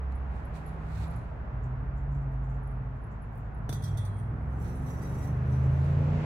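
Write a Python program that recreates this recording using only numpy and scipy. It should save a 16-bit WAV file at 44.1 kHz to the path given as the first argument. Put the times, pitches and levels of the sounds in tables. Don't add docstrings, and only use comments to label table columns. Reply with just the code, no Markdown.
import sys
import numpy as np
from scipy import signal
from scipy.fft import rfft, irfft, next_fast_len
from scipy.io import wavfile
from scipy.ndimage import map_coordinates

SR = 44100
rng = np.random.default_rng(int(sys.argv[2]) if len(sys.argv) > 2 else 0)


def generate_wav(signal):
    frames = np.transpose(np.atleast_2d(signal))
    scaled = np.clip(frames, -1, 1) * 32767
    pcm = np.round(scaled).astype(np.int16)
    wavfile.write(sys.argv[1], SR, pcm)


N = 275623

# t/s, f/Hz
ENGINE_CYCLE = [(0, 17.5), (1.3, 17.8), (2, 17.4), (2.8, 17.6), (3.3, 18), (3.65, 18.1), (3.9, 19.4),
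                (4.2, 20.05), (4.5, 21.7), (5, 23.8), (5.3, 25.1), (5.6, 25.95), (5.85, 27.6), (6.05, 29.1),
                (6.25, 30.15)]
# t/s, relative level/dB
EXHAUST_LEVEL = [(0, -49), (1.1, -46), (1.4, -42), (2.35, -36), (3.1, -44), (3.9, -35.5), (5.1, -40),
                 (5.65, -28), (6.17, -29.5), (6.25, -38)]
POLE_MODE_HZ = [1943, 3278, 3348, 3530, 3866, 4129, 4585, 4950, 5702, 5850, 5937, 6128, 6372, 6952, 7305,
                7589, 7835, 7904, 8304, 9183, 9580, 10238, 10411, 11180, 11960, 12290, 12580, 13100, 13660,
                14510]
# level when struck/dB, level when dragged/dB, ring time before extra damping/s
POLE_MODES = [(-2, 8, 0.48), (-2, -10, 0.67), (-8, -10, 0.79), (4.5, -23, 0.18), (-2.5, -1.5, 0.39),
              (-5.5, -7, 0.54), (4.5, -8, 0.13), (-2, -9, 0.13), (3, -1, 0.14), (-13, 3.5, 0.3),
              (0, -6, 0.18), (-4, 1, 0.33), (-10, -4, 0.25), (-8, -10, 0.19), (-21, -10.5, 0.23),
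              (-6, 0.5, 0.31), (-1, -4, 0.26), (-19, -18, 0.25), (-2, -30.5, 0.15), (6, -4, 0.17),
              (0.5, -5.5, 0.36), (-1, -5.5, 0.23), (5.5, -6, 0.14), (0, -3, 0.23), (-11, -17, 0.22),
              (-3, -23.5, 0.13), (-5, -7, 0.2), (-9, -6.5, .18), (3, -15.5, .18), (-11, -3.5, .18)]


def amp(db):
    return 10 ** (np.asarray(db) / 20)


def unit(x):
    return x / np.sqrt(np.mean(x ** 2) + 1e-20)


def along(points, hz):
    f, v = np.transpose(points)
    return np.interp(np.log(hz + 1), np.log(f + 1), v)


def curves(rows):
    s, *cols = np.transpose(rows)
    return [np.interp(np.arange(N) / SR, s, c) for c in cols]


def wobble(rate):
    return map_coordinates(rng.standard_normal(4096), [np.arange(N) * rate / SR], mode="wrap")


def filtered(x, response):
    size = next_fast_len(N + SR // 2)
    return irfft(rfft(x, size) * response(np.fft.rfftfreq(size, 1 / SR)), size)[..., :N]


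def pan(lean_db):
    gains = amp(np.array([[.5], [-.5]]) * lean_db)
    return gains / np.sqrt(np.mean(gains ** 2, axis=0))


def rush(spectrum):
    # f/Hz, likeness (1 = the same)
    likeness = [(60, 0.99), (110, 0.88), (200, 0.85), (380, 0.63), (700, 0.37), (1290, -0.028),
                (2400, 0.04), (15000, -0.11)]

    def response(hz):
        angle = np.arccos(np.clip(along(likeness, hz), -1, 1)) / 2
        return amp(along(spectrum, hz)) * np.array([np.cos(angle), np.sin(angle)])
    mid, side = filtered(rng.standard_normal((2, N)), response)
    return unit(np.array([mid + side, mid - side]))


def tone(hz):
    return np.sqrt(2) * np.sin(2 * np.pi * (np.cumsum(hz) / SR + rng.random()))


def ring(hz, t60, spread_db):
    t = np.arange(SR // 2) / SR
    phase = rng.uniform(0, 2 * np.pi, (2, 1))
    return amp(rng.normal(0, spread_db, (2, 1)) - 60 * t / t60) * np.sin(2 * np.pi * hz * t + phase)


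def bursts(times, levels_db, attack, t60):
    t = np.arange(SR) / SR
    shape = (1 - np.exp(-t / attack)) * amp(-60 * t / t60)
    out = np.zeros(N + SR)
    for s, db in zip(times, levels_db):
        out[round(s * SR):][:SR] += amp(db) * shape
    return out[:N]


def strokes(rows):
    t = np.arange(N) / SR
    return sum(amp(db) * 10 ** -np.maximum((s - t) / rise, (t - s) / fall) for s, db, rise, fall in rows)


def gate(start, end, fade):
    t = np.arange(N) / SR
    return np.clip((t - start) / fade + .5, 0, 1) * np.clip((end - t) / fade + .5, 0, 1)


def add(track, s, sound):
    part = track[:, round(s * SR):][:, :sound.shape[1]]
    part += sound[:, :part.shape[1]]


def yard(x, wet_db, t60):
    t = np.arange(SR // 2) / SR
    tail = rng.standard_normal((2, len(t))) * amp(-60 * t / t60) * (t > .004)
    tail /= np.linalg.norm(tail[0])
    return x + amp(wet_db) * signal.fftconvolve(x, tail, axes=1)[:, :N]


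def drone(hz, db, octave_db):
    return amp(db) * (tone(hz) + amp(octave_db) * tone(2 * hz))


def other_engines(idle_hz=65.76, fade=.06):
    # t/s, f/Hz, relative level/dB
    revving = [(1.5, 122.9, -46), (1.654, 125.5, -34.5), (1.992, 135.4, -41.5), (2.15, 139.3, -33.5),
               (2.368, 131.9, -36), (2.994, 128.1, -41), (3.0, 130, -53.5)]
    # t/s, relative level/dB
    idling = [(0, -31), (.25, -32.5), (.7, -44.5), (1, -34), (1.2, -42), (2.099, -37.5), (2.6, -49),
              (3.1, -52)]
    # t/s, length/s, start f/Hz, end f/Hz, level/dB
    brief_revs = [(0.484, 0.68, 156.4, 162.9, -42.5), (0.961, .08, 102, 105.4, -34),
                  (1.121, .1, 116.2, 117, -33), (3.713, .16, 139.7, 151.7, -35.5)]
    rev_hz, rev_db = curves(revving)
    idle_db, = curves(idling)
    rev = drone(rev_hz, rev_db + .5, octave_db=-21) * gate(revving[0][0], revving[-1][0], fade)
    idle = drone(idle_hz + 0.47 * wobble(5), idle_db - .5, octave_db=-21.5)
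    out = rev + idle * gate(idling[0][0], idling[-1][0], fade)
    for s, length, start_hz, end_hz, db in brief_revs:
        glide_hz, = curves([(s, start_hz), (s + length, end_hz)])
        out += amp(db) * tone(glide_hz) * gate(s, s + length, fade=0.13)
    return out


def traffic():
    # f/Hz, relative level/dB
    rumble_spectrum = [(18, -30), (25, -6.5), (32, 5.5), (42, 12), (75, 8), (120, 10), (160, 6),
                       (190, -0.5), (230, -3), (300, -31.5), (450, -59.5)]
    # f/Hz, relative level/dB
    roar_spectrum = [(120, -6), (240, 2.5), (340, -5.5), (430, -1.5), (520, -6), (680, -1.5), (1000, -4.5),
                     (1400, -7), (2000, -16), (3000, -36.5), (5000, -59)]
    # t/s, level/dB
    roar_level = [(0, -46.5), (1.2, -47), (3.3, -49), (6.25, -44)]
    # f/Hz, relative level/dB
    tyre_spectrum = [(700, -26.5), (1500, 0.5), (2000, 1.5), (2600, -1), (3300, -11), (4500, -18.5),
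                     (7000, -25.5), (10000, -42.5), (15500, -44)]
    # t/s, relative level/dB
    tyre_level = [(0.0, -66), (0.5, -64), (2.03, -69), (4.33, -70), (6.11, -57), (6.25, -51.5)]
    # f/Hz, left minus right/dB
    lean = [(60, -2.5), (110, 0), (200, -2.5), (380, 2.5), (700, -2), (1290, -1.5), (2380, -.5), (8000, 5),
            (15000, -2.5)]
    exhaust_db, = curves(EXHAUST_LEVEL)
    hiss_db, = curves(tyre_level)
    roar_db, = curves(roar_level)
    rumble_db = -41 + 5 * engine_speed() + 0.081 * (exhaust_db - exhaust_db.mean())
    rumble = amp(rumble_db) * rush(rumble_spectrum)
    roar = amp(roar_db + 0.66 * wobble(8)) * rush(roar_spectrum)
    hiss = amp(hiss_db + 1.5) * rush(tyre_spectrum)
    return filtered(other_engines() + rumble + roar + hiss, lambda hz: pan(along(lean, hz)))


def engine_speed():
    cycle_hz, = curves(ENGINE_CYCLE)
    return (cycle_hz - cycle_hz.min()) / np.ptp(cycle_hz)


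def engine(roughness=0.0044, flutter_db=3, wander_hz=0.869, throttle_s=3.68, opening_s=0.2):
    # multiple of the cycle rate, relative level when slow/dB, when fast/dB
    weak_tones = [(2, -53.5, -55), (4, -58, -40.5), (6, -39, -42.5), (7, -44.5, -55.5), (8, -51, -46),
                  (11, -52.5, -54), (14, -66, -55), (16, -68, -51.5), (17, -70.5, -54.5),
                  (19, -66.5, -58.5), (22, -69, -67), (23, -71, -56)]
    # t/s, relative level/dB
    load = [(0, -16.5), (3.3, -7), (3.75, 3.5), (4.2, 2), (4.7, 5), (5.5, 4.5), (6.25, 1)]
    # f/Hz, gain/dB
    pipe = [(53, 2.5), (58, -10), (65, 3), (71, -0.5), (80, -1), (90, -1), (99, 3), (108, -6), (119, 3),
            (130, 1.5), (150, 1)]
    # f/Hz, relative level/dB
    intake_spectrum = [(1500, -5.5), (2800, 4), (4500, -3.5), (7500, -7.5), (9000, -19), (15000, -30)]
    # f/Hz, relative level/dB
    puff_spectrum = [(150, -15), (240, -5.5), (330, 1), (450, -2.5), (560, 3), (680, -2.5), (1000, -5.5),
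                     (2000, -35.5), (4000, -54.5)]
    steady_hz, = curves(ENGINE_CYCLE)
    exhaust_db, = curves(EXHAUST_LEVEL)
    load_db, = curves(load)
    speed = engine_speed()
    throttle = np.clip((np.arange(N) / SR - throttle_s) / opening_s, 0, 1)
    cycle_hz = steady_hz * (1 + roughness * wobble(20))

    def pipe_tone(multiple):
        return amp(exhaust_db + along(pipe, multiple * steady_hz)) * tone(multiple * cycle_hz)

    def weak_tone(multiple, body_hz=237.3, width_hz=5.1, body_db=5.5):
        lift_db = body_db / (1 + ((multiple * steady_hz - body_hz) / width_hz) ** 2)
        gain = amp(lift_db + flutter_db * wobble(13))
        return gain * tone(multiple * cycle_hz + wander_hz * (1 + multiple / 10) * wobble(22))
    boom = pipe_tone(3) + amp(-10 * (1 - throttle)) * pipe_tone(5)
    hum = sum(amp(slow + (fast - slow) * speed + load_db - 4) * weak_tone(round(multiple))
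              for multiple, slow, fast in weak_tones)
    puffs = unit(rush(puff_spectrum) * amp(2.5 * tone(3 * cycle_hz)))
    intake = amp(-61.5 - 27.5 * (1 - speed)) * rush(intake_spectrum)
    return (boom + hum) * pan(-0.55) + intake + amp(-43 - 25.3 * (1 - speed)) * puffs


def paws(patter_s=(2.2, 3.5), patter_db=-81.5):
    # peak t/s, level/dB, rise/s, fall/s
    scuffs = [(.122, -64.5, 0.0087, 0.028), (.37, -66.5, 0.12, .16), (.555, -56.5, 0.026, 0.09),
              (.68, -67, 0.066, .09), (.975, -57.5, 0.22, 0.12), (1.035, -54, 0.067, .07),
              (1.115, -65, 0.017, 0.27), (4.66, -60, 0.055, 0.19), (5.86, -61, 0.2, 0.22)]
    # f/Hz, relative level/dB
    turf_spectrum = [(1500, 0.5), (2400, 7.5), (3000, -4), (4000, 2.5), (5200, -6.5), (7300, -5.5),
                     (9500, -7.5), (12000, -15), (15500, -15)]
    # t/s, level/dB
    footfalls = [(1.16, -71), (1.63, -68), (1.967, -69.5), (2.112, -71), (2.145, -72.5), (2.212, -77.5),
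                 (2.33, -77.5), (2.432, -71), (2.492, -71), (2.54, -76.5), (3.11, -75)]
    # peak t/s, level/dB, rise/s, fall/s
    thumps = [(1.08, -49, 0.0099, 0.056), (1.32, -52.5, 0.077, .4)]
    # f/Hz, relative level/dB
    thump_spectrum = [(150, -12.5), (340, 0.5), (620, 6), (1200, -17), (4000, -41.5), (8000, -78)]
    blades = unit(rush(turf_spectrum) * amp(1.6 * wobble(330)))
    steps = rush([(2500, -4.5), (4500, -14), (7300, 5), (8500, -7), (12000, -12.5), (15500, -13)])
    patter = [(s, patter_db) for s in rng.uniform(*patter_s, size=8)]
    steps *= bursts(*np.transpose(footfalls + patter), attack=.005, t60=.2)
    return blades * strokes(scuffs) * pan(-7.5) + steps * pan(.5) + rush(thump_spectrum) * strokes(thumps)


def collar(ring_s=0.043, spread_hz=90, rebound_s=0.024, rebound_db=-11.5):
    # t/s, relative level/dB
    tinks = [(0.155, -63.5), (0.4524, -66), (0.5711, -68), (0.6624, -57), (0.9976, -64), (1.078, -62),
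             (1.1085, -64), (1.1618, -60.5), (2.3208, -72), (2.6332, -71), (2.673, -68), (2.7107, -70),
             (2.7751, -80.5), (2.9682, -82), (3.0185, -75), (3.04, -66), (3.2217, -71), (3.5468, -66),
             (3.5857, -73)]
    # f/Hz, relative level/dB
    modes = [(10830, 6), (11020, 2.5), (11260, -0.5)]
    track = np.zeros((2, N))
    rebounds = [(s + rebound_s * rng.uniform(.7, 1.3), db + rebound_db) for s, db in tinks]
    for s, db in list(tinks) + rebounds:
        tink = sum(amp(level) * ring(hz + rng.normal(0, spread_hz), ring_s, spread_db=4.5)
                   for hz, level in modes)
        swell = (1 - np.exp(-np.arange(tink.shape[1]) / SR / .004)) ** 2
        add(track, s - .004, amp(db + 4) * tink * swell * pan(-3.5))
    return yard(track, wet_db=-10, t60=.3)


def beating_pair(hz, t60):
    return ring(hz, t60, spread_db=2) + .7 * ring(hz * (1 + rng.normal(0, .012)), t60 / 2, spread_db=3)


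def pole_drop(accent_db=8, detune=0.0022, damping_hz=19000):
    # t/s, relative ring/dB, crack/dB, knock/dB, left minus right/dB, favoured f/Hz, rise/s
    landings = [(3.692, -53, -36.5, -31.5, -2, 3540, 0.0013),
                (3.726, -50.5, -38.5, -36, -3.5, 6200, 0.0019), (3.741, -63, -46, -52.5, 5, 12300, .004),
                (3.821, -58, -51, -74, -3, 8350, 0.0046), (3.837, -50, -54.5, -75, 0, 5730, 0.0028),
                (3.876, -62, -55, -66, -4.5, 7800, .005), (3.971, -52, -43.5, -60.5, -5.5, 3524, 0.0067),
                (4.048, -59, -50, -72, -3, 9400, 0.0041), (4.16, -73, -76, -85, -18, 7900, 0.0066),
                (4.188, -70.5, -65.5, -83, -5, 9200, .006)]
    # f/Hz, relative level/dB
    crack_spectrum = [(1500, -7.5), (2800, -11), (3500, 9.5), (5000, -7), (6100, 12), (7000, -8.5),
                      (8500, -1), (10000, 3.5), (11700, -7), (13000, 0), (15500, -3.5)]
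    # f/Hz, relative level/dB
    knock_spectrum = [(100, -22.5), (220, 3.5), (500, 1), (900, 0.5), (1800, -12.5), (3000, -16.5),
                      (6000, -32.5)]
    tube, snaps = np.zeros((2, N)), np.zeros((2, N))
    crack, knock = rush(crack_spectrum), rush(knock_spectrum)
    t = np.arange(SR // 2) / SR
    for s, ring_db, crack_db, knock_db, lean_db, accent_hz, rise in landings:
        ringing = np.zeros((2, len(t)))
        for hz, (db, _, t60) in zip(POLE_MODE_HZ, POLE_MODES):
            lift_db = accent_db * np.exp(-(np.log(hz / accent_hz) / .05) ** 2)
            ring_s = t60 / (1 + (hz / damping_hz) ** 2)
            ringing += amp(db + lift_db) * beating_pair(hz * (1 + detune * rng.normal()), ring_s)
        add(tube, s, amp(ring_db - 8.5) * ringing * (1 - np.exp(-t / rise)) * pan(lean_db))
        contact = bursts([s], [crack_db], attack=rise, t60=.016 + 6 * rise)
        buzz = bursts([s], [crack_db - 16], attack=.005, t60=.13)
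        snaps += crack * (contact + buzz) * pan(lean_db)
        snaps += knock * bursts([s], [knock_db], attack=0.00024, t60=0.035)
    return yard(tube, wet_db=-8.5, t60=0.47) + yard(snaps, wet_db=-18.5, t60=0.27)


def pole_drag(damping=0.00076, stutter_db=2, stutters_per_s=21):
    # peak t/s, relative level/dB, rise/s, fall/s
    tugs = [(4.6, -72, .13, .6), (4.91, -62, 0.21, .14), (5.03, -59, 0.041, 0.21),
            (5.245, -54.5, 0.18, .12), (5.53, -69, .06, 0.22), (5.65, -72, .08, 0.27)]
    # t/s, relative level/dB
    skips = [(4.66, -69.5), (4.76, -69), (4.862, -57.5), (4.899, -59), (5.015, -52.5), (5.046, -59.5),
             (5.19, -56), (5.225, -55), (5.25, -55), (5.52, -61), (5.63, -66.5)]
    # peak t/s, level/dB, rise/s, fall/s
    grazes = [(3.38, -70.5, 0.068, .05), (4.2, -78.5, .13, .15)]
    # peak t/s, level/dB, rise/s, fall/s
    zings = [(4.2, -72, 0.39, 0.11), (4.65, -72.5, .25, 2.6)]
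    # t/s, f/Hz
    zing_pitch = [(4.62, 9260), (5.1, 10170)]
    # t/s, left minus right/dB
    path = [(4.75, -12.5), (5.05, 4)]

    def tube_response(f):
        widths_hz = 9 + damping * np.array(POLE_MODE_HZ)
        return sum(amp(db) / np.sqrt(width) / (1 + 2j * (f - hz) / width)
                   for hz, width, (_, db, _) in zip(POLE_MODE_HZ, widths_hz, POLE_MODES))
    lean_db, = curves(path)
    force = strokes(tugs) * amp(stutter_db * wobble(stutters_per_s))
    force += amp(-8) * bursts(*np.transpose(skips), attack=0.0035, t60=0.07)
    flicks = rng.standard_normal((2, N)) * amp(4 * wobble(200))
    grit = rush([(3000, -5), (5200, -13), (6000, 1.5), (6800, -9),
                 (7700, 3.5), (8500, -2.5), (9500, 8), (15500, 4)])
    grit = unit(grit * amp(3.5 * wobble(250)))
    scrape = unit(filtered(flicks, tube_response)) + amp(-7) * grit
    rasp = unit(np.array([wobble(650), wobble(650)]) * amp(3 * wobble(45)))
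    zing = strokes(zings) * tone(*curves(zing_pitch)) * rasp
    return (amp(2.4) * force * scrape + strokes(grazes) * grit + zing) * pan(lean_db)


def scene():
    # f/Hz, left minus right/dB
    shadow = [(1500, 1), (3500, -1), (5000, 1), (8000, -4), (15000, -13)]
    pole = filtered(pole_drop() + pole_drag(), lambda hz: pan(along(shadow, hz)))
    return engine() + traffic() + paws() + collar() + pole


def record(dry):
    top_hz = 15780
    return filtered(dry, lambda hz: hz < top_hz)


dry = scene()
out = record(dry)
generate_wav(out)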